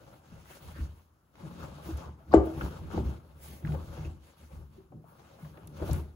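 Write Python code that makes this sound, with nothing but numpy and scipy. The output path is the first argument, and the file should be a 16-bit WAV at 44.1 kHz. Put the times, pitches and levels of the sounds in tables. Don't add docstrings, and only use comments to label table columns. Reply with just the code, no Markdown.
import sys
import numpy as np
from scipy import signal
from scipy.fft import rfft, irfft
from scipy.io import wavfile
from scipy.ndimage import uniform_filter1d

SR = 44100
rng = np.random.default_rng(int(sys.argv[2]) if len(sys.argv) > 2 else 0)


def unload_wav(signal):
    wavfile.write(
        sys.argv[1],
        SR,
        np.round(np.clip(np.atleast_2d(signal).T, -1, 1) * 32767).astype(np.int16),
    )


N = 271215
T = np.arange(N) / SR
HZ = np.maximum(np.fft.rfftfreq(2 * N, 1 / SR), 1)


def from_db(db):
    return 10 ** (np.asarray(db) / 20)


def rms_one(x):
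    return x / np.sqrt(np.mean(x ** 2) + 1e-20)


def at_hz(points, hz):
    f, value = np.transpose(points)
    return np.interp(np.log(hz), np.log(f), value)


def drift(rate):
    knots = rng.standard_normal(4096)
    return rms_one(np.interp(T * rate, np.arange(len(knots)), knots))


def band(x, hz, octaves):
    edges = np.clip([hz / 2 ** (octaves / 2), hz * 2 ** (octaves / 2)], 10, .48 * SR)
    return signal.sosfilt(signal.butter(2, edges, "band", fs=SR, output="sos"), x)


# pitch_hz [Hz], correlation [-1 to 1]
LIKENESS = [(60, .975), (130, .93), (300, .85), (640, .45), (1400, .3), (2500, -.25), (6000, -.1)]


def spread(pair, hz):
    alike = np.clip(at_hz(LIKENESS, hz), -.99, .99)
    middle = np.sqrt((1 + alike) / 2) * pair[0]
    side = np.sqrt((1 - alike) / 2) * pair[1]
    return middle + side * [[1], [-1]]


def half_octaves(draws):
    centres = 32 * 2 ** np.arange(0, 9.1, .5)
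    return [(hz, spread(band(draws[k % 2], hz, 0.46), hz)) for k, hz in enumerate(centres)]


def coloured(draws, colour, patchy_db):
    patchy = sum(x * from_db(patchy_db * drift(35)) for hz, x in half_octaves(draws))
    spectrum = rfft(patchy, 2 * N) * from_db(at_hz(colour, HZ))
    return rms_one(irfft(spectrum)[:, :N])


def slips(per_s, size_db):
    born = rng.random(N) < per_s / SR
    sizes = from_db(size_db * np.minimum(rng.exponential(1, N), 5))
    return rms_one(born * sizes * rng.standard_normal((2, 2, N))) + 1e-18


def add(out, s, sound):
    i = round(s * SR)
    out[:, i:i + sound.shape[1]] += sound[:, :N - i]


def swells(starts, holds, levels_db, rise_db_per_s, fall_db_per_s):
    t = T[::40, None]
    early = np.maximum(starts - t, 0)
    late = np.maximum(t - starts - holds, 0)
    db = np.max(levels_db - rise_db_per_s * early - fall_db_per_s * late, axis=1)
    return from_db(np.interp(T, t[:, 0], db))


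def cavity(x, echo_db, longest_s, count=10):
    lags = (rng.uniform(.1, 1, (2, count)) * longest_s * SR).astype(int)
    echoes = np.zeros_like(x)
    for side in range(2):
        for k, lag in enumerate(lags[side]):
            echoes[side] += (-1) ** k * np.roll(x[side], lag)
    return rms_one(x + from_db(echo_db) * echoes)


# pitch_hz [Hz], density_db [dB per Hz]
FLOOR_COLOUR = [(25, -12), (65, 4.5), (150, -5), (300, -10), (700, -17), (1300, -15.5), (2000, -28.5),
                (5000, -33), (16000, -31.5)]


def room_floor():
    return from_db(-67.5) * coloured(rng.standard_normal((2, 2, N)), FLOOR_COLOUR, patchy_db=1.1)


STROKE_RISE_DB_PER_S, STROKE_FALL_DB_PER_S = 237.5, 130
# start_s [s], hold_s [s],
# swish_db [dB], sheen_db of the finest fibres [dB against the swish], rub_db on seal and drum [dB]
STROKES = [(0.014, 0.15, -72, -3.5, -61.5), (0.264, 0.17, -67.5, -6.5, -62.5), (0.5, 0.055, -60, -1, -60.5),
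           (0.624, 0.088, -62, -2, -58.5), (0.764, 0.068, -61, -5.5, -58), (0.955, 0.04, -74, 2, -69.5),
           (1.398, 0.22, -65.5, -5.5, -57.5), (1.603, 0.04, -59.5, -8, -50.5),
           (1.673, 0.14, -64.5, -9, -56), (1.858, 0.049, -58, -3.5, -53.5),
           (1.982, 0.031, -59.5, -9, -51.5), (2.2, 0.07, -85, 5, -64), (2.32, 0.02, -65.5, -6, -55),
           (2.444, 0.076, -64.5, -2.5, -54.5), (2.543, 0.23, -62, -4, -52.5),
           (2.616, 0.043, -58, -5, -47.5), (2.824, 0.056, -67.5, -4, -56.5), (2.924, 0.06, -59, -7.5, -49),
           (3.052, 0.054, -62, -3, -53), (3.25, 0.14, -77.5, -0.5, -65), (3.438, 0.094, -59.5, 3, -61),
           (3.666, 0.083, -64, -1.5, -51.5), (3.788, 0.12, -65.5, -4, -59), (3.931, 0.12, -60.5, -6.5, -56),
           (4.242, 0.062, -68, -4.5, -68.5), (4.393, 0.048, -67.5, -2.5, -65.5),
           (4.525, 0.042, -68, 0, -62), (4.735, 0.037, -74, -1, -69), (5.093, 0.083, -78, 4, -65.5),
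           (5.198, 0.16, -69.5, -7.5, -63.5), (5.399, 0.088, -68, -1, -60.5), (5.54, 0.17, -76.5, 0, -63),
           (5.773, 0.12, -62, -6, -54), (5.873, 0.071, -57, 0.5, -48.5)]


def strokes():
    starts, holds, swish_db, sheen_db, rub_db = np.transpose(STROKES)
    return [swells(starts, holds, db, STROKE_RISE_DB_PER_S, STROKE_FALL_DB_PER_S)
            for db in (swish_db, swish_db + sheen_db, rub_db)]


# pitch_hz [Hz], density_db [dB per Hz]
SWISH_COLOUR = [(700, -29), (1500, 1.5), (2600, 3), (3600, 0), (5500, -3), (7500, -2.5), (8800, 5),
                (10500, 1.5), (13500, 0), (16000, 2.5)]


def cloth_swish(swish, sheen, grip_db, creases):
    snaps = slips(per_s=220, size_db=1.0)
    crackle = slips(per_s=12000, size_db=1.0) + from_db(-10.5) * snaps
    fibres = cavity(coloured(crackle, SWISH_COLOUR, patchy_db=1.67), echo_db=-11.5, longest_s=0.013)
    fine = signal.sosfiltfilt(signal.butter(4, 8000, "high", fs=SR, output="sos"), fibres)
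    body = swish * rms_one(fibres - fine) * from_db(0.5)
    top = sheen * rms_one(fine) * from_db(1.0 + 1.2 * drift(12))
    return (body + top) * from_db(grip_db + 0.35 * creases)


# pitch_hz [Hz], density_db [dB per Hz]
RUB_COLOUR = [(200, -17), (400, -3.5), (560, 0), (700, -5), (820, -3.5), (1050, -5.5), (1300, -6),
              (1580, -10.5), (1850, -21.5), (3500, -23), (7000, -34.5)]


def seal_rub(rub, grip_db, creases):
    snags = from_db(-11) * slips(per_s=170, size_db=2.5)
    friction = slips(per_s=6000, size_db=3.0) + snags
    seal = cavity(coloured(friction, RUB_COLOUR, patchy_db=2.47), echo_db=-17.5, longest_s=.025)
    return rub * seal * from_db(2.0 + grip_db + 1.1 * creases)


SHOVE_RISE_DB_PER_S, SHOVE_FALL_DB_PER_S = 402.5, 131
SWAY_FROM_RUB_DB, FOLDS_FROM_RUB_DB = -0.5, 5
# start_s [s], hold_s [s], sway_db of the drum [dB], folds_db of the tumbling cloth [dB]
SHOVES = [(0.328, 0.011, -46, -56.5), (0.66, 0.064, -43.5, -63), (0.781, 0.045, -40, -45),
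          (1.452, 0.02, -52, -43.5), (1.6, 0.13, -49.5, -49), (1.866, 0.071, -42, -44),
          (2.07, 0.015, -41.5, -45), (2.312, 0.025, -35.5, -41.5), (2.569, 0.03, -36, -42.5),
          (2.627, 0.0089, -34.5, -34.5), (2.817, 0.043, -38.5, -42.5), (2.956, 0.034, -38, -31),
          (3.044, 0.047, -47, -37.5), (3.293, 0.31, -51.5, -61), (3.497, 0.039, -47, -48),
          (3.658, 0.12, -34.5, -38.5), (3.88, 0.037, -40.5, -47.5), (3.99, 0.12, -40, -46.5),
          (4.432, 0.019, -49, -56), (4.538, 0.073, -42, -50.5), (4.701, 0.095, -55.5, -56.5),
          (4.935, 0.029, -60.5, -47), (5.44, 0.11, -55.5, -53.5), (5.64, 0.16, -54, -48.5),
          (5.816, 0.017, -33.5, -40), (5.903, 0.051, -28.5, -35)]


def shoves(rub):
    starts, holds, sway_db, folds_db = np.transpose(SHOVES)
    return [np.hypot(swells(starts, holds, db, SHOVE_RISE_DB_PER_S, SHOVE_FALL_DB_PER_S),
                     rub * from_db(share_db))
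            for db, share_db in ((sway_db, SWAY_FROM_RUB_DB), (folds_db, FOLDS_FROM_RUB_DB))]


def stirred(modes, evenness):
    out = 0
    for hz, width_hz, db in modes:
        b, a = signal.iirpeak(hz, hz / width_hz, SR)
        pushes = band(rng.standard_normal((2, N)), hz, 1.7)
        out = out + from_db(db) * spread(signal.lfilter(b, a, pushes), hz)
    power = uniform_filter1d(np.mean(out ** 2, axis=0), size=2600)
    return rms_one(out / (power + 1e-12) ** (evenness / 2))


# [dB, relative]
SWAY_MODES = [(53, 26, -15), (74.5, 6.7, -0.5)]
# [dB, relative]
FOLD_MODES = [(122, 140, -1.5), (149, 18, 3.5), (215.5, 110, -10.5), (317, 62, -8.5), (378.7, 25, -11.5)]


def load_rumble(sway, folds):
    drum = sway * from_db(-2.5) * stirred(SWAY_MODES, evenness=0.79)
    tumble = folds * from_db(-2.0) * stirred(FOLD_MODES, evenness=0.5)
    return drum + tumble


def cloth():
    swish, sheen, rub = strokes()
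    sway, folds = shoves(rub)
    grip_db = 0.29 * drift(22)
    creases = drift(70)
    frictions = cloth_swish(swish, sheen, grip_db, creases) + seal_rub(rub, grip_db, creases)
    return frictions + load_rumble(sway, folds)


# pitch_hz [Hz], level_db [dB, relative], t60_s [s]
DRUM = [(69.6, 6, 0.26), (82.5, -19, 0.9), (107.4, -6.5, 0.36), (153.6, -2, 0.27), (172.1, -11.5, 0.37),
        (225, -11.5, 0.19), (273, -11.5, 0.074), (321.5, 0, 0.15), (381.1, -3, .22), (401.5, -9, 0.11),
        (491, -7, 0.11), (549.5, -14, 0.11), (594, -10.5, .14), (658.3, -17.5, 0.061), (746, -12.5, 0.14),
        (822, -15, 0.079), (900.5, -16.5, 0.27), (1033, -27.5, 0.21), (1130, -15.5, 0.13),
        (1177, -21.5, 0.14), (1210, -25, .2), (1420, -31.5, 0.091), (1550, -32, 0.13), (1695, -33, 0.13),
        (2250, -28.5, 0.25), (3004, -28.5, 0.21)]
# start_s [s], level_db [dB, before mode levels],
# centre_hz of the modes reached [Hz], spread_octaves [octaves, standard deviation]
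BLOWS = [(0.316, -35.5, 193, 0.24), (0.787, -29.5, 259, 0.17), (0.801, -28, 75, 0.43),
         (1.427, -26.5, 187, 0.16), (1.508, -29, 200, 0.18), (1.623, -37.5, 167, 0.23),
         (1.888, -31, 326, 0.15), (1.927, -31.5, 70, 0.54), (2.325, -28.5, 850, 0.91),
         (2.338, -13.5, 860, 1.23), (2.3443, -8.5, 300, 0.38), (2.3573, -16.5, 323.7, 0.34),
         (2.361, -18, 72, .6), (2.372, -18.5, 990, 0.61), (2.553, -38.5, 199, 1.5),
         (2.612, -37.5, 885, 1.46), (2.632, -33, 79.5, 0.54), (2.936, -37, 307, 1.2),
         (2.974, -28.5, 473, 0.75), (2.981, -27, 94, 1), (3.054, -28, 73, 0.39), (3.637, -24, 149, 0.5),
         (3.687, -21.5, 152, 0.12), (3.745, -41, 500, 0.4), (3.970, -42, 695, 0.97),
         (3.982, -33, 111.5, 0.66), (4.05, -35, 98, 1.4), (4.779, -41.5, 367, 0.13),
         (4.919, -43.5, 600, 0.34), (4.946, -38.5, 137.5, 0.49), (5.427, -35.5, 151, 0.16),
         (5.572, -44.5, 620, 0.62), (5.815, -28.5, 486, 0.61), (5.890, -32, 353, 1.6),
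         (5.89, -27, 85, 0.34)]


def blows():
    out, t = np.zeros((2, N)), T[:SR // 2]
    hz, mode_db, t60 = np.transpose(DRUM)
    signs = (-1) ** np.arange(len(hz))
    port_phase = np.arccos(np.clip(at_hz(LIKENESS, hz), -1, 1)) * signs * .3
    phase = 2 * np.pi * hz[:, None] * t + np.array([port_phase, -port_phase])[:, :, None]
    onset = 1 - np.exp(-t * hz[:, None] * 4.3)
    rings = np.sin(phase) * from_db(-60 * t / t60[:, None]) * onset
    for s, db, centre_hz, octaves in BLOWS:
        reached = np.exp(-.5 * (np.log2(hz / centre_hz) / octaves) ** 2)
        uneven_db = rng.normal(0, 0.94, len(hz))
        add(out, s, (signs * reached * from_db(db + mode_db + uneven_db)) @ rings)
    return out


# start_s [s], length_s [s], level_db [dB, before the swell], centre_hz [Hz], width_octaves [octaves]
DRAGS = [(0.43, 0.052, -63, 1380, 0.72), (0.458, 0.12, -59.5, 1480, 0.61), (0.712, 0.14, -56, 1510, 0.65),
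         (1.964, 0.18, -52.5, 944, 0.68), (2.942, 0.092, -50, 790, 0.25), (3.718, 0.079, -46, 487, 0.46),
         (5.165, 0.0734, -60, 540, 1.8), (5.782, 0.081, -42.5, 517, 1.35), (5.907, 0.14, -48, 378, 0.25)]


def drags():
    out = np.zeros((2, N))
    judder = slips(per_s=900, size_db=-0.5)[0]
    for s, length_s, db, hz, octaves in DRAGS:
        i, n = round(s * SR), round(length_s * SR)
        pull = rms_one(spread(band(judder[:, i:i + n], hz, octaves), hz))
        add(out, s, from_db(db) * np.hanning(n) * pull)
    return out


# start_s [s], level_db [dB, before the fade's rms],
# centre_hz [Hz], width_octaves [octaves], t60_s [s]
TICKS = [(1.355, -55.5, 1000, 3.3, 0.023), (1.972, -51.5, 8000, 1.6, 0.046),
         (2.314, -40.5, 970, 0.43, 0.064), (2.320, -54, 4500, 0.39, 0.13),
         (2.329, -31.5, 1050, 0.91, 0.019), (2.338, -35.5, 1380, 0.87, 0.14), (2.337, -47, 4020, 1.1, 0.13),
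         (2.341, -42.5, 7240, 0.23, 0.055), (2.340, -57.5, 11500, 1.0, 0.025),
         (2.456, -55, 11900, 1.1, 0.074), (2.61, -32, 1360, 0.52, 0.044), (2.613, -48, 2800, 0.33, .06),
         (2.912, -42, 1350, 0.9, 0.013), (2.976, -31.5, 680, 0.58, 0.026), (3.65, -40.5, 1640, 0.57, 0.026),
         (3.672, -44, 1500, 0.98, 0.034), (3.721, -47, 1500, 2, 0.034), (3.747, -43, 750, 1.8, 0.049),
         (3.971, -47, 815, 0.75, 0.027), (4.046, -51.5, 2640, 0.14, 0.066), (4.921, -54, 652, 0.8, 0.057),
         (5.0415, -52, 613, 0.8, 0.04), (5.447, -55, 1500, 0.58, 0.05), (5.572, -54, 1500, 1.4, 0.059),
         (5.673, -42.5, 10400, 0.62, 0.0082), (5.675, -55, 4500, 2.1, 0.027),
         (5.891, -36, 690, 0.81, 0.028), (5.911, -46.5, 4800, 0.76, 0.057),
         (5.932, -31.5, 9700, 0.94, 0.0098)]


def ticks():
    out, t = np.zeros((2, N)), T[:SR // 5]
    for s, db, hz, octaves, t60 in TICKS:
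        fade = from_db(-60 * t / t60)
        burst = spread(band(rng.standard_normal((2, len(t))) * fade, hz, octaves), hz)
        add(out, s, from_db(db) * rms_one(burst) * np.sqrt(np.mean(fade ** 2)))
    return out


KNOCK_S = 2.3353
BENDING_LAG_CYCLES = 2.3
# pitch_hz [Hz], level_db [dB], t60_s [s]
WALL_MODES = [(1540, -25.5, 0.016), (722, -1, 0.02), (632, -14.5, 0.097), (518, -11, 0.046),
              (406, -12.5, 0.11), (295.5, -5.5, 0.062)]


def knock():
    out, t = np.zeros((2, N)), T[:SR // 5]
    for hz, db, t60 in WALL_MODES:
        onset = 1 - np.exp(-2 * hz * t)
        ring = np.sin(2 * np.pi * hz * t) * onset * from_db(db - 60 * t / t60)
        add(out, KNOCK_S + BENDING_LAG_CYCLES / hz, ring[None])
    return out


# pitch_hz [Hz], t60_s [s]
ROOM_T60 = [(70, 0.17), (300, .48), (1000, .45), (3000, .35), (12000, 0.27)]


def room(x, build_s):
    t = T[:SR * 3 // 4]
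    bands = half_octaves(rng.standard_normal((2, 2, len(t))))
    tail = sum(noise * from_db(-60 * t / at_hz(ROOM_T60, hz)) for hz, noise in bands)
    tail = tail * (1 - np.exp(-(t / build_s) ** 2)) / np.sqrt(SR / 30)
    return signal.fftconvolve(x, tail, axes=1)[:, :N]


def scene():
    floor = room_floor()
    laundry = cloth()
    hits = blows() + drags() + ticks() + knock()
    return laundry + hits + from_db(-7) * room(hits, build_s=0.012) + floor


MIC_LOW_CUT_HZ, CUTOFF_HZ = 44, 15750
PORT_LAG_S = .00014
# pitch_hz [Hz], left_minus_right_db [dB]
BALANCE = [(70, .4), (330, 1.3), (600, 5.5), (1200, 5), (1900, 0), (2600, 1), (5200, -2), (7000, 0)]


def record(dry):
    dry = signal.sosfilt(signal.butter(3, MIC_LOW_CUT_HZ, "high", fs=SR, output="sos"), dry)
    left, right = rfft(dry, 2 * N) * from_db(at_hz(BALANCE, HZ) * [[.5], [-.5]])
    right = right * np.exp(-2j * np.pi * HZ * PORT_LAG_S)
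    shared = np.clip((HZ - 5800) / 2200, 0, 1)
    turn = np.exp(2j * np.pi * (HZ - 6150) / 4850)
    right = np.sqrt(1 - shared) * right + np.sqrt(shared) * turn * left
    top_cut = 1 / np.sqrt(1 + (HZ / CUTOFF_HZ) ** 200)
    return irfft(np.array([left, right]) * top_cut)[:, :N]


dry = scene()
out = record(dry)
unload_wav(out)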